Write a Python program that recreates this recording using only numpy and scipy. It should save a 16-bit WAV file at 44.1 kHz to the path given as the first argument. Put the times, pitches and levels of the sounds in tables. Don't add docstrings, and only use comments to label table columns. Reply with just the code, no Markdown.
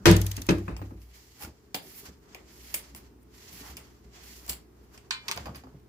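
import sys
import numpy as np
from scipy import signal
from scipy.fft import rfft, irfft
from scipy.io import wavfile
from scipy.ndimage import uniform_filter1d

SR = 44100
rng = np.random.default_rng(int(sys.argv[2]) if len(sys.argv) > 2 else 0)


def gain_from_db(level_db):
    decades = np.asarray(level_db, float) / 20
    return 10 ** decades


def wrap_up_sound(samples):
    columns = np.atleast_2d(samples).T
    tamed = np.clip(columns, -1, 1)
    steps = np.round(tamed * 32767).astype(np.int16)
    wavfile.write(sys.argv[1], SR, steps)


N = 259308

# [start_s, boom_db, swell_ms, clatter_db, clatter_ms]
SLAM = [
    (.056, -7.5, 16, -12.5, 58.2),
]
DOOR_LAG, JAR_LAG = -20, 8
DOOR_PAN_DB, JAR_PAN_DB, LID_PAN_DB = 2.5, -0.5, -1.5


def unit(x):
    return x / np.sqrt(np.mean(x ** 2))


def colour(x, points):
    hz, db = np.transpose(points)
    n = x.shape[-1]
    f = np.maximum(np.arange(n // 2 + 1) * SR / n, 1)
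    gain_db = np.interp(np.log(f), np.log(hz), db)
    return irfft(rfft(x) * gain_from_db(gain_db), n)


def band(x, lo_hz, hi_hz):
    edges_hz = [lo_hz, min(hi_hz, .45 * SR)]
    return signal.sosfilt(signal.butter(2, edges_hz, "bandpass", fs=SR, output="sos"), x)


def diffuse(n, apart_db=0.):
    mid, side = rng.standard_normal((2, n))
    side = gain_from_db(apart_db) * colour(side, [(25, -30.0), (125, -4.5), (300, -12.5), (600, -1.0), (16000, 1.5)])
    return np.array([mid + side, mid - side])


def walk(rate_hz):
    k = int(SR / rate_hz)
    steps = np.repeat(rng.standard_normal(N // k + 1), k)
    return 1.45 * uniform_filter1d(uniform_filter1d(steps, k), k)[:N]


def add(out, start_s, x):
    i = int(start_s * SR)
    out[..., i:i + x.shape[-1]] += x[..., :N - i]


def fade(t, t60_s):
    return gain_from_db(-60 * t / max(t60_s, .001))


def place(x, lag, wet_db):
    # [pitch_hz, t60_s]
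    room = [(100, 0.32), (400, 0.36), (1500, 0.24), (4000, 0.21), (8000, 0.18), (14000, 0.14)]
    t = np.arange(SR // 2) / SR
    noise = diffuse(len(t))
    tail = sum(band(noise, hz / 1.57, hz * 1.447) * fade(t, t60_s) for hz, t60_s in room)
    bins = rfft(tail * np.minimum(t / 0.00067, 1))
    power = np.abs(bins) ** 2
    even = np.sqrt(uniform_filter1d(power, size=500) / uniform_filter1d(power, size=50))
    tail = irfft(bins * even)[:, :-500]
    tail = tail / np.sqrt(np.sum(tail ** 2) / 2)
    direct = np.array([np.roll(x[0], lag // 2), np.roll(x[1], -lag // 2)])
    return direct + gain_from_db(wet_db) * signal.fftconvolve(x, tail, axes=1)[:, :N]


def fridge():
    # [pitch_hz, level_db]
    floor = [(25, -42.5), (48, 0.5), (62, -1), (83, -1), (124, -11.5), (190, -4), (330, -5), (430, -4.5),
             (520, -20), (1000, -22.5), (3500, -36.5), (5500, -35.5), (9300, -41.5), (15500, -36)]
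    # [pitch_hz, level_db]
    mains = [(60, -61.5), (120, -65.5)]
    floor_db, duck_db, duck_s = -57.5, -7, 1.56
    t = np.arange(N) / SR
    hum = sum(gain_from_db(db + 2.5 + 3.0 * walk(1.7)) * np.sin(2 * np.pi * hz * t) for hz, db in mains)
    dip_db = duck_db * np.exp(-(t / duck_s) ** 4) * (t > SLAM[0][0])
    return unit(colour(diffuse(N), floor)) * gain_from_db(floor_db + 0.52 * walk(1.6) + dip_db) + hum


def pushed_slab(pushes, rumble_db):
    out, t = np.zeros(N), np.arange(SR // 2) / SR
    for start_s, peak_db, hz, t60_s in pushes:
        rumble = unit(band(rng.standard_normal(len(t)), 77, 300)) * fade(t, 1.07 * t60_s)
        ring = np.sin(2 * np.pi * hz * t) * fade(t, t60_s)
        window = np.minimum(t / 0.0089, 1) * np.cos(np.pi * t)
        add(out, start_s, gain_from_db(peak_db) * (ring + gain_from_db(rumble_db) * rumble) * window)
    return out


def cabinet_rocking():
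    # [start_s, peak_db, pitch_hz, t60_s]
    rocks = [
        (.54, -28.5, 97, 1.0),
        (.72, -29.5, 59.7, 0.42),
        (.80, -33, 98.3, 0.6),
        (.85, -40, 59.7, 0.36),
        (.82, -46, 263, 0.25),
        (.91, -36, 248, 0.068),
        (.945, -38, 58.7, 0.7),
    ]
    return pushed_slab(rocks, -20.0)


def counter_thuds():
    # [start_s, peak_db, pitch_hz, t60_s]
    thuds = [(0.004, -40, 194, 0.17), (0.397, -28, 78.2, 0.091), (1.404, -48.5, 830, 0.29),
             (1.443, -31.5, 1410, 0.03), (1.434, -39.5, 74.6, 0.26), (1.469, -37.5, 69, 0.158),
             (1.741, -42, 194, 0.14), (1.76, -46.5, 276, 0.19), (2.08, -42, 68, 0.26),
             (2.331, -49, 61.7, 0.067), (2.74, -45, 334, 0.14), (2.919, -50, 68, 1), (3.509, -49, 58, 1),
             (3.606, -41, 285, 0.17), (3.689, -42.5, 70.5, 0.46), (4.049, -46, 64.6, 0.21),
             (4.485, -38.5, 64, 0.31), (5.29, -42.5, 400, 0.21), (5.358, -30, 97, 0.06),
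             (5.379, -39.5, 71.1, 0.5), (5.456, -36, 70.7, 0.53), (5.489, -34, 111, 0.14),
             (5.559, -50, 130, 0.1), (5.639, -43.5, 261.4, 0.26), (5.739, -40.5, 135, 0.14),
             (1.85, -52, 383, 0.41), (2.025, -44, 402, 0.11)]
    return pushed_slab(thuds, -6.0)


def struck_door(blows, modes, clatter):
    boom, rattle, t = np.zeros(N), np.zeros((2, N)), np.arange(SR) / SR
    short_t = t[:SR // 4]
    for start_s, boom_db, swell_ms, clatter_db, clatter_ms in blows:
        for hz, db, t60_s in modes:
            chance = rng.standard_normal(31)
            waver_db = 0.82 * np.interp(t * 30, np.arange(30), chance[1:])
            swell = (1 - np.exp(-t * 1000 / swell_ms * (hz / 300) ** 0.16)) ** 2
            tone = np.sin(2 * np.pi * (hz * t + chance[0])) * fade(t, t60_s)
            add(boom, start_s, gain_from_db(boom_db + db + waver_db) * tone * swell)
        jolts = unit(colour(diffuse(SR // 4, -0.82), clatter))
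        add(rattle, start_s, gain_from_db(clatter_db) * jolts * np.exp(-(short_t * 1000 / clatter_ms) ** 1.44))
    return boom * np.array([[1.06], [.94]]), rattle


def door_slam():
    # [pitch_hz, level_db, t60_s]
    modes = [(59, -6.5, 0.69), (98.2, -1, 0.67), (119, -4.5, 0.15), (169, 3, 0.32), (191.8, 2, 0.29),
             (296, -7.5, 0.14), (320, -3, 0.34), (337.6, 8, 0.22), (413, -7, 0.27), (434.5, -6, 0.25),
             (485, -12, 0.32), (603, -12.5, 0.3), (745, -14, .22), (994, -17, .2)]
    # [pitch_hz, level_db]
    clatter = [(88, -24), (150, 0), (255, -9), (336, -6.5), (814, -20), (972, -14.5), (1050, -21),
               (1650, -19), (4970, -26.5), (12500, -41.5), (16500, -65)]
    return struck_door(SLAM, modes, clatter)


def door_bounces():
    # [start_s, boom_db, swell_ms, clatter_db, clatter_ms]
    bounces = [
        (.378, -43, 1.3, -31.5, 8.1),
        (.489, -9.5, 16.5, -15.5, 22),
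        (.680, -32.5, 2.2, -40.5, 60),
        (.816, -37.5, 5, -42, 21),
        (.908, -39, 7.2, -52.5, 12.2),
    ]
    # [pitch_hz, level_db, t60_s]
    modes = [(62.6, -17, .64), (97, -16, 0.3), (135, -5.5, 0.15), (170, -2.5, 0.2), (194, -12, 0.36),
             (265, 3.5, 0.067), (302, -5.5, 0.26), (338, -4.5, 0.29), (405, -10.5, 0.18),
             (442.3, -15, 0.22), (484, -17, 0.17), (531, -14, 0.17), (600, -18, 0.2), (666, -35, .15)]
    # [pitch_hz, level_db]
    clatter = [(88, -4), (150, 4), (343, -0.5), (682, -20.5), (2650, -18.5), (3350, -36), (3700, -26),
               (11100, -41.5), (15300, -48), (16500, -74.5)]
    return struck_door(bounces, modes, clatter)


def loose_part():
    # [start_s, tick_db, ping_db]
    swings = [
        (0.1111, -19.5, -28.5),
        (0.1636, -22, -33.5),
        (0.2141, -25.5, -36.5),
        (0.2639, -26, -38),
        (0.3132, -27.5, -37.5),
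        (0.365, -29.5, -39.5),
        (0.4164, -32.5, -40.5),
        (0.465, -38, -49),
    ]
    out, t = np.zeros((2, N)), np.arange(SR // 50) / SR
    for start_s, tick_db, ping_db in swings:
        knock = diffuse(len(t), -2.1)
        ping = np.sin(2 * np.pi * 6400 * t)
        add(out, start_s + .0008, gain_from_db(tick_db + 4) * band(knock, 10500, 16000) * fade(t, 0.013))
        add(out, start_s + .002, gain_from_db(ping_db + 9) * band(knock, 2400, 8000) * fade(t, .03))
        add(out, start_s + .0042, gain_from_db(ping_db + 12) * ping * fade(t, .006))
    return out


def clicks(contacts, modes, pan_db, body_lo_hz=380):
    out, t = np.zeros((2, N)), np.arange(SR // 14) / SR
    for start_s, peak_db, body_db, fizz_db, length_ms in contacts:
        grain_db = 2.5 * rng.standard_normal(len(t) // 16 + 1).repeat(16)[:len(t)]
        crack = diffuse(len(t), -4.) * gain_from_db(grain_db)
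        age = t * 1000 / max(length_ms, .3)
        force = np.exp(-age) * (1 - np.exp(-age / 0.11))
        energy = np.sum(force ** 2)
        bins = rfft(crack * force)
        even = np.sqrt(energy / uniform_filter1d(np.abs(bins) ** 2, size=18))
        crack = irfft(bins * even, len(t)) * (t < .06)
        crack[:, 8] += 0.53 * np.sqrt(energy) * min(0.52 / length_ms, 1) ** 2
        middle = 0
        for k, (hz, width_hz, db) in enumerate(modes):
            ring = band(crack, hz - width_hz / 2, hz + width_hz / 2) * np.sqrt(5500 / width_hz)
            middle = middle + (-1) ** k * gain_from_db(db) * ring
        body = band(band(crack, body_lo_hz, 1300), body_lo_hz, 1300)
        fizz = band(crack, 10000, 20000)
        x = gain_from_db(peak_db - 6.5) * middle + gain_from_db(body_db + 14.0) * body + gain_from_db(fizz_db + 9.5) * fizz
        add(out, start_s + .0005, x * gain_from_db(np.array([[pan_db], [-pan_db]]) / 2))
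    return out


def door_latch():
    # [start_s, peak_db, body_db, fizz_db, length_ms]
    strikes = [
        (.0555, -2.5, -24, -24, 2.4),
        (.059, 0, -25, -25.5, 1.7),
        (.0655, -3, -21, -25, 2.2),
        (.0675, -15, -22.5, -28, 1.7),
        (0.487, -24, -26, -56, 2.2),
        (0.4895, -8.5, -22, -53.5, 1.5),
        (0.4925, -8.5, -15, -54, 1.7),
        (0.5072, -17.5, -24, -38.5, 3.1),
        (0.5818, -36, -36, -51.5, 2.9),
    ]
    return clicks(strikes, [(2160, 1800, 4.0), (5900, 1900, -4.0)], DOOR_PAN_DB)


def door_knocks():
    # [start_s, peak_db, body_db, fizz_db, length_ms]
    knocks = [(.379, -32.5, -42, -60.5, 4.6), (0.6795, -18.5, -31.5, -62, 2.7),
              (.685, -36, -27.5, -68, 2.8), (.694, -37, -41, -72, 2.8), (.7125, -43, -43, -63, 4),
              (.722, -46, -41, -76, 3.2), (.792, -43, -39.5, -78, 3.6), (0.8145, -41, -35, -75, 4.6),
              (.838, -47.5, -50, -64, 3.7), (0.9072, -55.5, -43.5, -75, 4.7), (.935, -55, -58, -76, 3)]
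    # [pitch_hz, width_hz, level_db]
    modes = [(1110, 530, 1), (1720, 700, -11), (2560, 340, -7.5)]
    return clicks(knocks, modes, DOOR_PAN_DB)


def shelf_shivers():
    # [start_s, peak_db, body_db, fizz_db, length_ms]
    shivers = [
        (.766, -43, -90, -83, 30),
        (.81, -53, -90.5, -85, 25),
    ]
    # [pitch_hz, width_hz, level_db]
    modes = [(14700, 900, 1)]
    return clicks(shivers, modes, DOOR_PAN_DB)


def slide_gains():
    # [start_s, length_s, first_db, last_db, bright_db]
    twists = [
        (1.15, 0.22, -58, -65, -3),
        (1.83, 0.092, -58.5, -54, 3.5),
        (1.965, 0.03, -58.5, -57, 15),
        (2.49, 0.024, -62.5, -63, -10),
        (2.53, 0.25, -61, -50, 0.5),
        (3.35, 0.14, -58.5, -54.5, -5),
        (3.53, 0.079, -54.5, -53, 3.5),
        (4.16, 0.041, -53.5, -58.5, -16),
        (4.24, 0.257, -54, -57, 0),
    ]
    # [start_s, length_s, first_db, last_db, bright_db]
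    brushes = [(0.0, 0.076, -71.5, -64.5, -45), (.2, 0.39, -50, -60.5, -3), (.62, 0.056, -69, -62, -3),
               (.85, 0.18, -64.5, -78.5, -3), (1.012, 0.016, -72, -69.5, 8), (1.05, 0.061, -76, -70.5, 2),
               (1.55, 0.19, -77, -75, -8.5), (2.12, 0.12, -79.5, -85, -4.5),
               (2.24, 0.093, -71.5, -62.5, -22), (2.4, 0.18, -68, -81, -10), (2.82, 0.082, -63, -62, -7),
               (2.955, 0.0061, -85, -58, 15), (2.99, 0.086, -70, -67, -12.5), (3.81, 0.2, -59, -72, -10),
               (4.035, 0.012, -82, -68.5, -8.5), (4.555, 0.03, -63, -65.5, -4.5),
               (4.77, 0.045, -78.5, -77.5, -30.5), (4.83, .02, -78.5, -76, 4.5),
               (4.92, 0.029, -68, -56, -8), (5.0, 0.06, -81, -68, -19), (5.2, 0.11, -72, -48, -26),
               (5.4, 0.033, -56, -61, -14), (5.46, 0.038, -60, -65.5, -12), (5.57, 0.05, -55, -68, -8),
               (5.69, 0.063, -72.5, -79, -41)]
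    # [start_s, length_s, first_db, last_db, bright_db]
    drags = [
        (1.41, 0.023, -54, -47, 7),
        (2.05, 0.0082, -58, -51.5, -1),
        (3.65, 0.059, -53, -52, -1.5),
    ]
    grip_db_per_s, let_go_db_per_s = 348, 247
    fizz_steeper, body_steeper = 1.8, 1
    body_per_bright = -0.3
    gains, t = np.zeros((3, N)), np.arange(N) / SR
    for slides, body_db in ((twists, -13.5), (brushes, -6), (drags, -3)):
        for start_s, length_s, first_db, last_db, bright_db in slides:
            near = slice(max(int((start_s - .2) * SR), 0), int((start_s + length_s + .3) * SR))
            age = t[near] - start_s
            held_db = np.interp(age, [0, length_s], [first_db, last_db])
            edge_db = grip_db_per_s * np.minimum(age, 0) - let_go_db_per_s * np.maximum(age - length_s, 0)
            fizz_edge_db = fizz_steeper * edge_db + bright_db
            body_edge_db = body_steeper * edge_db + body_db + body_per_bright * bright_db
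            gains[:, near] += gain_from_db(held_db + np.array([edge_db, fizz_edge_db, body_edge_db]))
    return gains


def rubbing():
    # [pitch_hz, level_db]
    rub_colour = [(400, 4.5), (1000, 1), (2100, -6.5), (3700, -8.5), (4600, -3.5), (6000, -4.5), (9300, -8),
                  (11500, -3), (13500, -4), (15500, -4.5)]
    patchy_db = 0.8
    hiss_gain, fizz_gain, body_gain = slide_gains()
    slips = colour(diffuse(N) * gain_from_db(1.2 * rng.exponential(size=N)), rub_colour)
    low = colour(slips, [(1200, -30), (1900, 0), (3300, 0), (3700, -6), (4600, -25)])
    high = colour(slips, [(2900, -25), (3700, -6), (4100, 0), (7500, 0), (10500, -25)])
    hiss = unit(low * gain_from_db(patchy_db * walk(17)) + high * gain_from_db(-3.3 + patchy_db * walk(17)))
    fizz = unit(colour(slips, [(7000, -25), (10000, 0), (16000, 0)]))
    body = unit(colour(slips, [(300, -29.5), (550, -4.5), (900, 1), (1400, 2.5), (1800, -1.5), (2500, -27)]))
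    hiss = hiss * hiss_gain * gain_from_db(.5 * walk(30) + 1.3 * walk(90) + np.array([[-1.2], [1.2]]))
    fizz = fizz * fizz_gain * gain_from_db(0.94 * walk(33) + np.array([[-1.6], [1.6]]))
    return hiss + fizz + body * body_gain * gain_from_db(1.2 * walk(30))


def thread_snaps():
    # [start_s, peak_db, body_db, fizz_db, length_ms]
    snaps = [(0.765, -28, -38, -56, 1.74), (1.0166, -42.5, -73, -68, 1.85), (1.409, -39, -54, -67, 3),
             (1.415, -42, -49, -62, 2), (1.4225, -24.5, -39, -59, 0.7), (1.434, -26, -37, -62, 1.3),
             (1.447, -29, -43, -63.5, 2), (2.7406, -15.5, -35.5, -25.5, 2.2),
             (2.7439, -18.5, -39.5, -22, 2.1), (2.7475, -26, -49, -29.5, 0.84),
             (2.7512, -30, -56.5, -30, 1), (2.7575, -33, -54, -41, 2.1), (2.772, -41, -56, -40, 3.5),
             (2.9478, -27, -39.5, -41, 1.1), (3.7684, -23.5, -47.5, -35, 0.91), (3.771, -31, -51, -58, 3),
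             (3.779, -50, -47, -56, 4), (3.7881, -47, -48, -70, 2.2), (4.9341, -52, -66, -61.5, 2.15),
             (4.9754, -35, -53, -67, 3.5)]
    # [pitch_hz, width_hz, level_db]
    modes = [(2400, 810, -1), (3180, 1360, -8.5), (5050, 870, -1), (7150, 3300, -3.5)]
    return clicks(snaps, modes, JAR_PAN_DB)


def palm_slaps():
    # [start_s, peak_db, body_db, fizz_db, length_ms]
    slaps = [
        (1.7436, -17.5, -27, -32, 4),
        (1.7465, -30.5, -28, -49, 3.4),
        (1.7514, -34, -44, -32, 3.7),
        (1.762, -29, -50, -56, 1.7),
    ]
    # [pitch_hz, width_hz, level_db]
    modes = [(293, 300, -3.5), (713, 390, 5.5), (1430, 740, -4.5), (2580, 1140, 0), (3700, 1000, -3),
             (4760, 800, 0.5), (7380, 3500, 1)]
    return clicks(slaps, modes, JAR_PAN_DB)


def fingertip_taps():
    # [start_s, peak_db, body_db, fizz_db, length_ms]
    taps = [
        (2.346, -23, -42, -46, 1.8),
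        (2.351, -40, -37.5, -52, 1.7),
    ]
    # [pitch_hz, width_hz, level_db]
    modes = [(400, 120, -2.5), (2240, 600, 1), (3184, 1200, -9), (4710, 1300, -9.5), (6350, 3100, -5.5)]
    return clicks(taps, modes, JAR_PAN_DB)


def thread_releases():
    # [start_s, peak_db, body_db, fizz_db, length_ms]
    releases = [(4.4638, -39.5, -44, -42.5, 1.1), (4.478, -36, -53, -44, 4), (4.485, -43, -37.5, -52, 2.04),
                (4.4912, -29, -58, -31, 1.7), (4.4935, -17.5, -59, -25.5, 2.8),
                (4.4985, -30, -39, -30.5, 2.6), (4.504, -29, -53, -42, 2), (4.5095, -36, -58, -39.5, 2.2),
                (4.516, -38, -52, -39.5, 2.3), (4.5225, -30, -46, -43.5, 2.3),
                (4.5296, -31, -55, -37.5, 2.2), (4.536, -42, -47, -46.5, 2.2),
                (4.5495, -47, -59.5, -57, 1.4)]
    # [pitch_hz, width_hz, level_db]
    modes = [(348, 140, -12), (1490, 1100, -13.5), (2800, 1200, 0), (4510, 960, -2), (5850, 1200, 1),
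             (7270, 800, 0.5), (8740, 1600, -5)]
    return clicks(releases, modes, JAR_PAN_DB)


def lid_lands():
    # [start_s, peak_db, body_db, fizz_db, length_ms]
    landings = [
        (5.107, -11.5, -49, -41.5, 1.22),
        (5.1088, -15.5, -49, -46.5, 1.1),
        (5.1104, -15.5, -49, -51, 1.4),
        (5.114, -33, -55, -57, 0.96),
        (5.126, -35, -56, -60, 2),
    ]
    # [pitch_hz, width_hz, level_db]
    modes = [(1250, 530, -1.5), (1890, 420, -6), (2360, 480, -1), (2990, 710, -2), (4160, 600, 2.5),
             (4700, 650, -5.5), (5500, 750, -1.5), (7060, 2200, -5.5)]
    # [start_s, peak_db, pitch_hz, t60_s]
    rings = [(5.108, -49.5, 3500, .38), (5.108, -50.5, 4000, .33), (5.108, -52.5, 2600, 0.29),
             (5.108, -59, 4700, 0.27), (5.108, -48, 4324, 0.32), (5.108, -49, 3000, 0.44),
             (5.108, -44, 2364, 0.41), (5.108, -48, 2100, 0.33), (5.108, -51.5, 3040, .2),
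             (5.108, -50.5, 1051, 0.24)]
    return clicks(landings, modes, LID_PAN_DB, body_lo_hz=836) + pushed_slab(rings, -36.0)


def lid_drops():
    # [start_s, peak_db, body_db, fizz_db, length_ms]
    drops = [(5.2812, -16, -40, -36.5, 1.8), (5.2845, -20, -44, -52, 3.3), (5.291, -24.5, -28.5, -60, 3),
             (5.2985, -32.5, -37, -60, 3.7), (5.3128, -4, -30, -27.5, 0.46), (5.3155, -21.5, -36, -48, 3.8),
             (5.3195, -22, -39, -49.5, 1.2), (5.3238, -20, -42, -42.5, 0.54), (5.3265, -30, -42, -55, 1.7),
             (5.331, -35, -46, -54, 1.45), (5.338, -38, -53, -62, 2.7)]
    # [pitch_hz, width_hz, level_db]
    modes = [(1180, 650, -7), (2400, 920, 0.5), (3780, 1150, -2), (4990, 1100, 1.5), (6170, 1200, -4),
             (7300, 2100, -8.5)]
    return clicks(drops, modes, LID_PAN_DB, body_lo_hz=836)


def lid_rests():
    # [start_s, peak_db, body_db, fizz_db, length_ms]
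    wobbles = [(5.361, -39, -53, -44, 4.2), (5.3675, -38, -35, -56, 1.9),
               (5.3735, -23.5, -33.5, -44.5, 2.1), (5.378, -36, -27.5, -57, 1.7),
               (5.384, -45, -48, -62, 3.4), (5.4556, -37, -36, -53, 6.3), (5.466, -42, -35.5, -61, 7.1),
               (5.4794, -56, -36, -77, 6.8), (5.49, -53, -41, -75, 6.7), (5.5465, -38.5, -50, -60, 4.5),
               (5.5559, -38, -47, -46.5, 6), (5.6345, -52, -44.5, -77.5, 7.4), (5.6675, -62, -45, -72, 4.1)]
    # [pitch_hz, width_hz, level_db]
    modes = [(1000, 430, -6), (1950, 1300, 3.5), (3380, 1800, 0), (4800, 520, 3.5), (6400, 1900, 0)]
    return clicks(wobbles, modes, LID_PAN_DB)


def scene():
    slam_boom, slam_clatter = door_slam()
    bounce_boom, bounce_clatter = door_bounces()
    contacts = door_latch() + door_knocks() + shelf_shivers()
    door = slam_boom + bounce_boom + place(slam_clatter + bounce_clatter + contacts, DOOR_LAG, -6.5)
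    door = door + place(loose_part(), DOOR_LAG, -11.5)
    hand = thread_snaps() + palm_slaps() + thread_releases() + fingertip_taps()
    jar = place(hand, JAR_LAG, -2.5) + rubbing()
    lid = place(lid_lands(), JAR_LAG, -0.9) + place(lid_drops() + lid_rests(), JAR_LAG, -6.0)
    return fridge() + cabinet_rocking() + counter_thuds() + door + jar + lid


def low_pass(x):
    return signal.sosfilt(signal.butter(12, 16660, fs=SR, output="sos"), x)


def record(dry):
    rounded = np.tanh(.8 * dry) / .8
    response = [(30, -12), (38, -3), (45, 0), (15400, 0), (15800, -25), (16600, -33), (17000, -70)]  # (Hz, dB)
    return low_pass(colour(rounded, response))


dry = scene()
out = record(dry)
wrap_up_sound(out)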